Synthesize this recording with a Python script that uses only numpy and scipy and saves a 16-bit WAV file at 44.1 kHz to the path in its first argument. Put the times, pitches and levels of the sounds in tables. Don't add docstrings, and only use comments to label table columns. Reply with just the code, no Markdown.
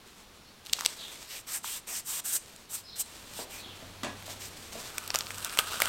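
import sys
import numpy as np
from scipy import signal
from scipy.fft import rfft, irfft
from scipy.io import wavfile

SR = 44100
rng = np.random.default_rng(int(sys.argv[2]) if len(sys.argv) > 2 else 0)


def store_pcm(level_fs):
    pcm = np.round(np.clip(level_fs, -1, 1) * 32767).astype(np.int16)
    wavfile.write(sys.argv[1], SR, np.atleast_2d(pcm).T)


N = 259308
T = np.arange(N) / SR

# frequency_hz, gain_db
AIR_TONE = [(12, -46), (20, -1), (98, -13), (161, -11), (191, -6.5), (266, -10.5), (491, -13), (565, -14),
            (881, -14.5), (1230, -15), (1630, -17), (1770, -18), (4310, -17.5), (4810, -20.5),
            (15500, -31.5)]
# time_s, relative_level_db
HUM_LEVELS = [(3.4, -72), (3.45, -63), (4.13, -53.5), (4.46, -54.5), (4.57, -69), (5.41, -54), (5.46, -67),
              (5.82, -54), (5.88, -56)]
# start_s, length_s, start_pitch_hz, end_pitch_hz, relative_level_db, pitch_jitter_share
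CHIRPS = [(0.4, 0.054, 5480, 5300, -68, .03), (0.448, 0.056, 4230, 4500, -67, 0.042),
          (0.967, 0.1, 4090, 3200, -49.5, 0.086), (2.839, 0.15, 4170, 4050, -55.5, 0.029),
          (2.825, 0.088, 5140, 5190, -58, .045), (2.883, 0.05, 3800, 3380, -58, 0.053),
          (3.5, 0.076, 2330, 2570, -57.5, 0.079), (3.561, 0.12, 4570, 3004, -55, .06),
          (3.633, 0.11, 3996, 2806, -56.5, 0.096)]
# start_s, relative_level_db, treble_limit_hz
KNOCKS = [(3.39, -35, 1680), (3.66, -45.5, 1090), (3.824, -42, 1100), (4.033, -28.5, 13000),
          (4.046, -30.5, 9000), (4.067, -35, 3000), (4.28, -41, 1000), (4.295, -63, 1500),
          (4.313, -48, 1000), (4.753, -37.5, 880), (4.775, -43.5, 800)]
# frequency_hz, gain_db
KNOCK_TONE = [(60, -34), (140, -3), (240, 6), (420, 1), (650, 2.5), (950, -4.5), (1350, -8.5), (1680, -1.5),
              (2000, -8.5), (2600, -5.5), (5000, -14.5), (8400, -16), (10500, -22), (15500, -21)]
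# start_s, length_s, relative_level_db
FINGER_MOVES = [(0.05, .22, -65), (.33, 0.1, -68.5), (0.642, 0.15, -57.5), (0.738, 0.25, -51),
                (0.958, 0.34, -53), (2.368, 0.31, -61.5), (3.05, 0.41, -57), (3.74, .2, -61.5),
                (4.15, 0.44, -60), (4.253, .12, -51.5), (4.559, 0.19, -55.5), (4.716, 0.22, -49.5)]
# frequency_hz, gain_db
RUSTLE_TONE = [(200, -5), (450, 0.5), (1500, -1.5), (3300, 1), (6300, -1), (8400, 0.5), (10300, -9.5),
               (12700, -5.5), (15500, -14.5)]
# start_s, length_s, fade_in_s, fade_out_s, hiss_db, swell_db, scrape_above_hiss_db
STROKES = [(1.257, .17, 0.052, 0.044, -47.5, 5, 2.5), (1.463, 0.14, 0.016, 0.05, -39, 18, -2.5),
           (1.625, 0.19, 0.026, .055, -39.5, 0, -3.5), (1.865, 0.16, 0.015, 0.041, -40, 2, -1.5),
           (2.039, 0.17, 0.065, .008, -35, -7, -5.5), (2.233, 0.16, .03, 0.033, -33, 3, -10),
           (2.684, 0.15, 0.031, 0.058, -46.5, -5, -3.5), (2.951, 0.079, 0.012, 0.029, -45, 15, -1.5),
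           (3.315, 0.15, 0.054, 0.052, -46, 8, 1.5), (3.484, .16, 0.036, 0.064, -51, 1, 2),
           (4.39, 0.11, 0.021, .02, -50.5, -2, 3.5)]
# peak_time_s, hiss_db
FLICKS = [(1.555, -41), (1.978, -47), (2.36, -33.5), (2.749, -36), (3.012, -30.5)]
# frequency_hz, gain_db
GLOVE_TONE = [(150, -23), (400, -19.5), (900, -14), (2000, -11.5), (4400, -7), (6000, -2), (6700, -3.5),
              (7500, 1), (8600, 1.5), (9700, -8.5), (11000, -9), (12500, -6), (14000, -8), (15700, -14.5)]
# start_s, relative_peak_db
POPS = [(0.787, -30), (0.807, -33), (0.821, -32), (0.835, -33), (1.644, -27)]
# frequency_hz, gain_db
GLUE_TONE = [(180, -23.5), (400, -5.5), (800, -3.5), (1400, 2), (2000, -5.5), (2700, -2), (3500, -3.5),
             (5000, -5.5), (6700, -7.5), (8400, -2), (10200, -11), (12500, -8.5), (15500, -15.5)]
# pitch_hz, width_hz, gain_db
STRIP_NOTES = [(1260, 220, 0), (1500, 220, -1), (3500, 600, -9)]
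# start_s, level_db
TUGS = [(5.143, -34), (5.591, -30), (5.658, -46), (5.804, -35), (5.83, -38)]
# start_s, length_s, creases_per_s, peak_db
CRINKLES = [(0.788, .07, 70, -28), (5.028, 0.17, 43, -30), (5.221, .65, 30, -28.5)]
# start_s, peak_db, low_flap_db, pitch_hz, top_treble_db
SNAPS = [ (.6625, -26, -9, 3800, 3), (.6687, -26, -13, 6000, -2), (.6968, -28, -6, 3320, -13),
         (0.7306, -11, -1, 3300, 6), (.7339, -2, -4, 3820, 1), (0.7917, -20, 0, 3500, -3),
         (.809, -13, 14, 6500, 14), (0.8496, -15, -2, 5000, 0), (0.8566, -13.5, -4, 6000, 2),
         (.8612, -2, 1.5, 8700, -1.5), (2.5625, -31.5, -7, 8160, 5), (4.225, -30, 23, 4000, 11),
         (4.982, -9, 9.5, 8500, 3), (5.0775, -16.5, -2, 6800, 9), (5.1042, -13, 8, 5200, -11),
         (5.1487, -9.5, 10.5, 5560, 1), (5.158, -6, 2, 6000, -2.5), (5.1885, -11, -15, 6400, 7),
         (5.208, -14, 9.5, 5630, -9), (5.269, -23, 10, 4500, -19), (5.3063, -20, 8, 2100, -3),
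         (5.383, -21.5, 4, 8300, 5), (5.4474, -6.5, -12, 3440, 11), (5.4965, -23.5, -8, 3400, -10),
         (5.574, -14, 10, 2500, 4), (5.5889, 0, 11.5, 3380, 6.5), (5.743, -25, 14, 1300, -3),
         (5.8027, -8.5, 12.5, 1250, 13), (5.8198, -0.5, 22.5, 2360, 17.5), (5.857, -8, 6, 3100, 9)]
# frequency_hz, gain_db
PAPER_TONE = [(200, -20.5), (500, -9.5), (850, -8.5), (1400, -4.5), (1900, -3.5), (2800, 1), (4400, -0.5),
              (5600, -0.5), (7000, -3), (8400, -1), (10000, -11), (13000, -8.5), (16000, -16)]


def undb(db):
    return 10 ** (np.asarray(db) / 20)


def unit(x):
    return x / np.sqrt(np.mean(x ** 2))


def add(out, start_s, x):
    i = int(np.clip(start_s * SR, 0, N - 1))
    out[i:i + len(x)] += x[:N - i]


def band(x, low_hz, high_hz):
    return signal.sosfilt(signal.butter(2, [low_hz, high_hz], "band", fs=SR, output="sos"), x)


def colour(x, tone, size=4096):
    hz, db = np.transpose(tone)
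    log_gain = np.log(undb(np.interp(np.log(np.fft.rfftfreq(size, 1 / SR) + 1), np.log(hz), db)))
    cepstrum = irfft(log_gain)
    cepstrum[1:size // 2] *= 2
    cepstrum[size // 2 + 1:] = 0
    return signal.fftconvolve(x, irfft(np.exp(rfft(cepstrum))))[:len(x)]


def ring(x, notes):
    return sum(undb(db) * signal.lfilter(*signal.iirpeak(hz, hz / width, SR), x)
               for hz, width, db in notes)


def wander(per_s):
    points = rng.standard_normal(int(N / SR * per_s) + 2)
    return unit(np.interp(T * per_s, np.arange(len(points)), points))


def grains(per_s, spread_db):
    strength = undb(spread_db * np.minimum(rng.exponential(size=N), 5))
    return unit((rng.random(N) < per_s / SR) * strength * rng.choice([-1, 1], N))


def shimmer(x, depth_db, per_s, count=9):
    spectrum = rfft(x)
    place = np.clip(2 * np.log2((np.fft.rfftfreq(N, 1 / SR) + 1) / 800), 0, count - 1)
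    bands = (irfft(spectrum * np.maximum(1 - np.abs(place - k), 0), N) for k in range(count))
    return sum(part * undb(depth_db * wander(per_s)) for part in bands)


def touch(start_s, length_s, fade_in_s, fade_out_s):
    ramp = np.clip(np.minimum((T - start_s) / fade_in_s, (start_s + length_s - T) / fade_out_s), 0, 1)
    return ramp * ramp * (3 - 2 * ramp)


def workshop_air(step_s=2.89, rise_s=0.68, rise_db=5.5):
    running = np.clip((T - step_s) / rise_s, 0, 1)
    air = unit(band(colour(rng.standard_normal(N), AIR_TONE), 146, 17500))
    rumble = unit(band(rng.standard_normal(N), 9.5, 118))
    return (undb(-55.5) * air + undb(-63.5) * rumble) * undb(rise_db * running)


def motor_hum(pitch_hz=96.4, fade_s=0.037):
    hz = pitch_hz * (1 + .017 * wander(14))
    hum = unit(np.sin(2 * np.pi * np.cumsum(hz) / SR) * undb(2 * wander(14)))
    times, db = np.transpose(HUM_LEVELS)
    outside_s = np.abs(T - np.clip(T, times[0], times[-1]))
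    fade = np.exp(-np.minimum(outside_s / fade_s, 20))
    return hum * undb(np.interp(T, times, db) + 0.2) * fade


def workshop_echo(x, low_fade_s=0.41, high_fade_s=0.33, build_s=0.00067):
    t = T[:SR]
    low = band(rng.standard_normal(SR), 95, 3900) * undb(-60 * t / low_fade_s)
    high = band(rng.standard_normal(SR), 3660, 10800) * undb(-60 * t / high_fade_s)
    tail = (low + high) * (1 - np.exp(-t / build_s))
    return signal.fftconvolve(x, tail / np.linalg.norm(tail))[:N]


def bird():
    out = np.zeros(N)
    jitter, tremble = wander(1400), undb(2 * wander(400))
    for start, length, start_hz, end_hz, db, rasp in CHIRPS:
        n = int(length * SR)
        hz = np.geomspace(start_hz, end_hz, n) * (1 + rasp * jitter[int(start * SR):][:n])
        whistle = np.sin(2 * np.pi * np.cumsum(hz) / SR)
        add(out, start, undb(db + 6.5) * signal.windows.tukey(n, .5) * whistle)
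    return out * tremble


def knocks(decay_s=0.0053, size=1024):
    out = np.zeros(N)
    for start, db, treble_limit_hz in KNOCKS:
        knock = colour(rng.standard_normal(size) * np.exp(-T[:size] / decay_s), KNOCK_TONE)
        add(out, start, undb(db - 7) * unit(band(knock, 93, treble_limit_hz)))
    return out


def finger_rustle(fade_in_s=0.013, fade_out_s=0.058):
    creep = grains(per_s=6500, spread_db=-1.5)
    ticks = undb(-8) * grains(per_s=160, spread_db=3.5)
    rustle = unit(colour(creep + ticks, RUSTLE_TONE) * undb(1.5 * wander(70)))
    return rustle * sum(undb(db + 5.5) * touch(start, length, fade_in_s, fade_out_s)
                        for start, length, db in FINGER_MOVES)


def glove_strokes(flick_rise_s=0.018, flick_fall_s=0.013):
    tips, flats = (colour(grains(per_s=20000, spread_db=1.85), GLOVE_TONE) * undb(wander(90))
                   for _ in range(2))
    hiss = unit(band(tips, 7000, 15700))
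    sizzle = unit(band(flats, 12000, 19000))
    lows = band(band(flats, 190, 5470), 190, 5560)
    scrape = unit(shimmer(lows, depth_db=2.5, per_s=26))
    out = np.zeros(N)
    for start, length, fade_in, fade_out, db, swell_db, scrape_db in STROKES:
        swell = swell_db * np.clip((T - start) / length - .5, -.5, .5)
        rub = hiss * undb(db + swell) + scrape * undb(db + scrape_db + .3 * swell)
        rub += sizzle * undb(-35 + 0.38 * db)
        out += rub * touch(start, length, fade_in, fade_out)
    for peak_s, db in FLICKS:
        speed = np.exp(-((T - peak_s) / np.where(T < peak_s, flick_rise_s, flick_fall_s)) ** 2)
        out += undb(db) * speed * (hiss + undb(-13.5) * scrape)
    return out


def tape_pops(decay_s=0.00044, size=1024):
    out = np.zeros(N)
    pop = band(band(np.exp(-T[:size] / decay_s), 820, 1600), 820, 1680)
    for start, db in POPS:
        add(out, start, undb(db + 1) * pop / np.abs(pop).max())
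    return out


def tape_peel(start_s=4.85, fade_in_s=0.011, tug_decay_s=0.011):
    breaks = grains(per_s=4500, spread_db=2.9) * undb(1.9 * wander(70))
    tension = undb(2.5 * wander(45))
    crackle = unit(shimmer(colour(breaks, GLUE_TONE), depth_db=1.4, per_s=21))
    strip = unit(ring(ring(breaks, STRIP_NOTES), STRIP_NOTES) * tension)
    elapsed_s = np.maximum(T - start_s, 0)
    pull = crackle * undb(-50 + 13 * elapsed_s)
    pull += strip * undb(-73.5 + 26.5 * elapsed_s)
    jerks = sum(undb(db) * (T >= at) * np.exp(-np.abs(T - at) / tug_decay_s) for at, db in TUGS)
    return pull * np.minimum(elapsed_s / fade_in_s, 1) + jerks * (crackle + undb(-8) * strip)


def crease(flap_db, pitch_hz, treble_db, note_db=6, width_octaves=0.19, size=1024):
    flutter_s = 0.00074 * 2 ** (flap_db / 25)
    push = 0.26 * rng.standard_normal(size) * np.exp(-T[:size] / flutter_s)
    push[0] = 1
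    hz = np.geomspace(200, 16000, 60)
    paper_hz, paper_db = np.transpose(PAPER_TONE)
    paper = np.interp(np.log(hz), np.log(paper_hz), paper_db)
    flap = flap_db / (1 + (hz / 2200) ** 4)
    treble = treble_db / (1 + (9000 / hz) ** 6)
    note = note_db / (1 + (np.log2(hz / pitch_hz) / width_octaves) ** 2)
    click = colour(push, np.c_[hz, paper + flap + treble + note])
    return click / np.abs(click).max()


def tape_crinkles(spread_octaves=0.94):
    out = np.zeros(N)
    for start, length, per_s, db in CRINKLES:
        for slot_s in np.arange(start, start + length, 1 / per_s):
            extra_db, pitch_shift = rng.standard_normal(2)
            click = crease(flap_db=-7, pitch_hz=5660 * 2 ** (spread_octaves * pitch_shift), treble_db=0)
            add(out, slot_s + rng.random() / per_s, undb(db + extra_db) * click)
    return out


def tape_snaps(creak_rise_s=0.0029, size=512):
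    out = np.zeros(N)
    build_up = np.exp(-T[:size] / creak_rise_s)[::-1]
    for start, db, flap_db, pitch_hz, treble_db in SNAPS:
        creak = unit(colour(rng.standard_normal(size), PAPER_TONE)) * build_up
        add(out, start - size / SR, undb(db - 31) * creak)
        add(out, start, undb(db) * crease(flap_db, pitch_hz, treble_db))
    return out


def scene():
    near = glove_strokes() + finger_rustle() + tape_peel() + tape_snaps() + tape_pops() + tape_crinkles()
    thuds = knocks()
    echo = workshop_echo(undb(-18) * near + undb(-3) * thuds + bird())
    return (near + thuds + echo + workshop_air() + motor_hum())[None]


def record(dry):
    return signal.sosfilt(signal.ellip(10, .2, 80, 15850, fs=SR, output="sos"), dry)


dry = scene()
out = record(dry)
store_pcm(out)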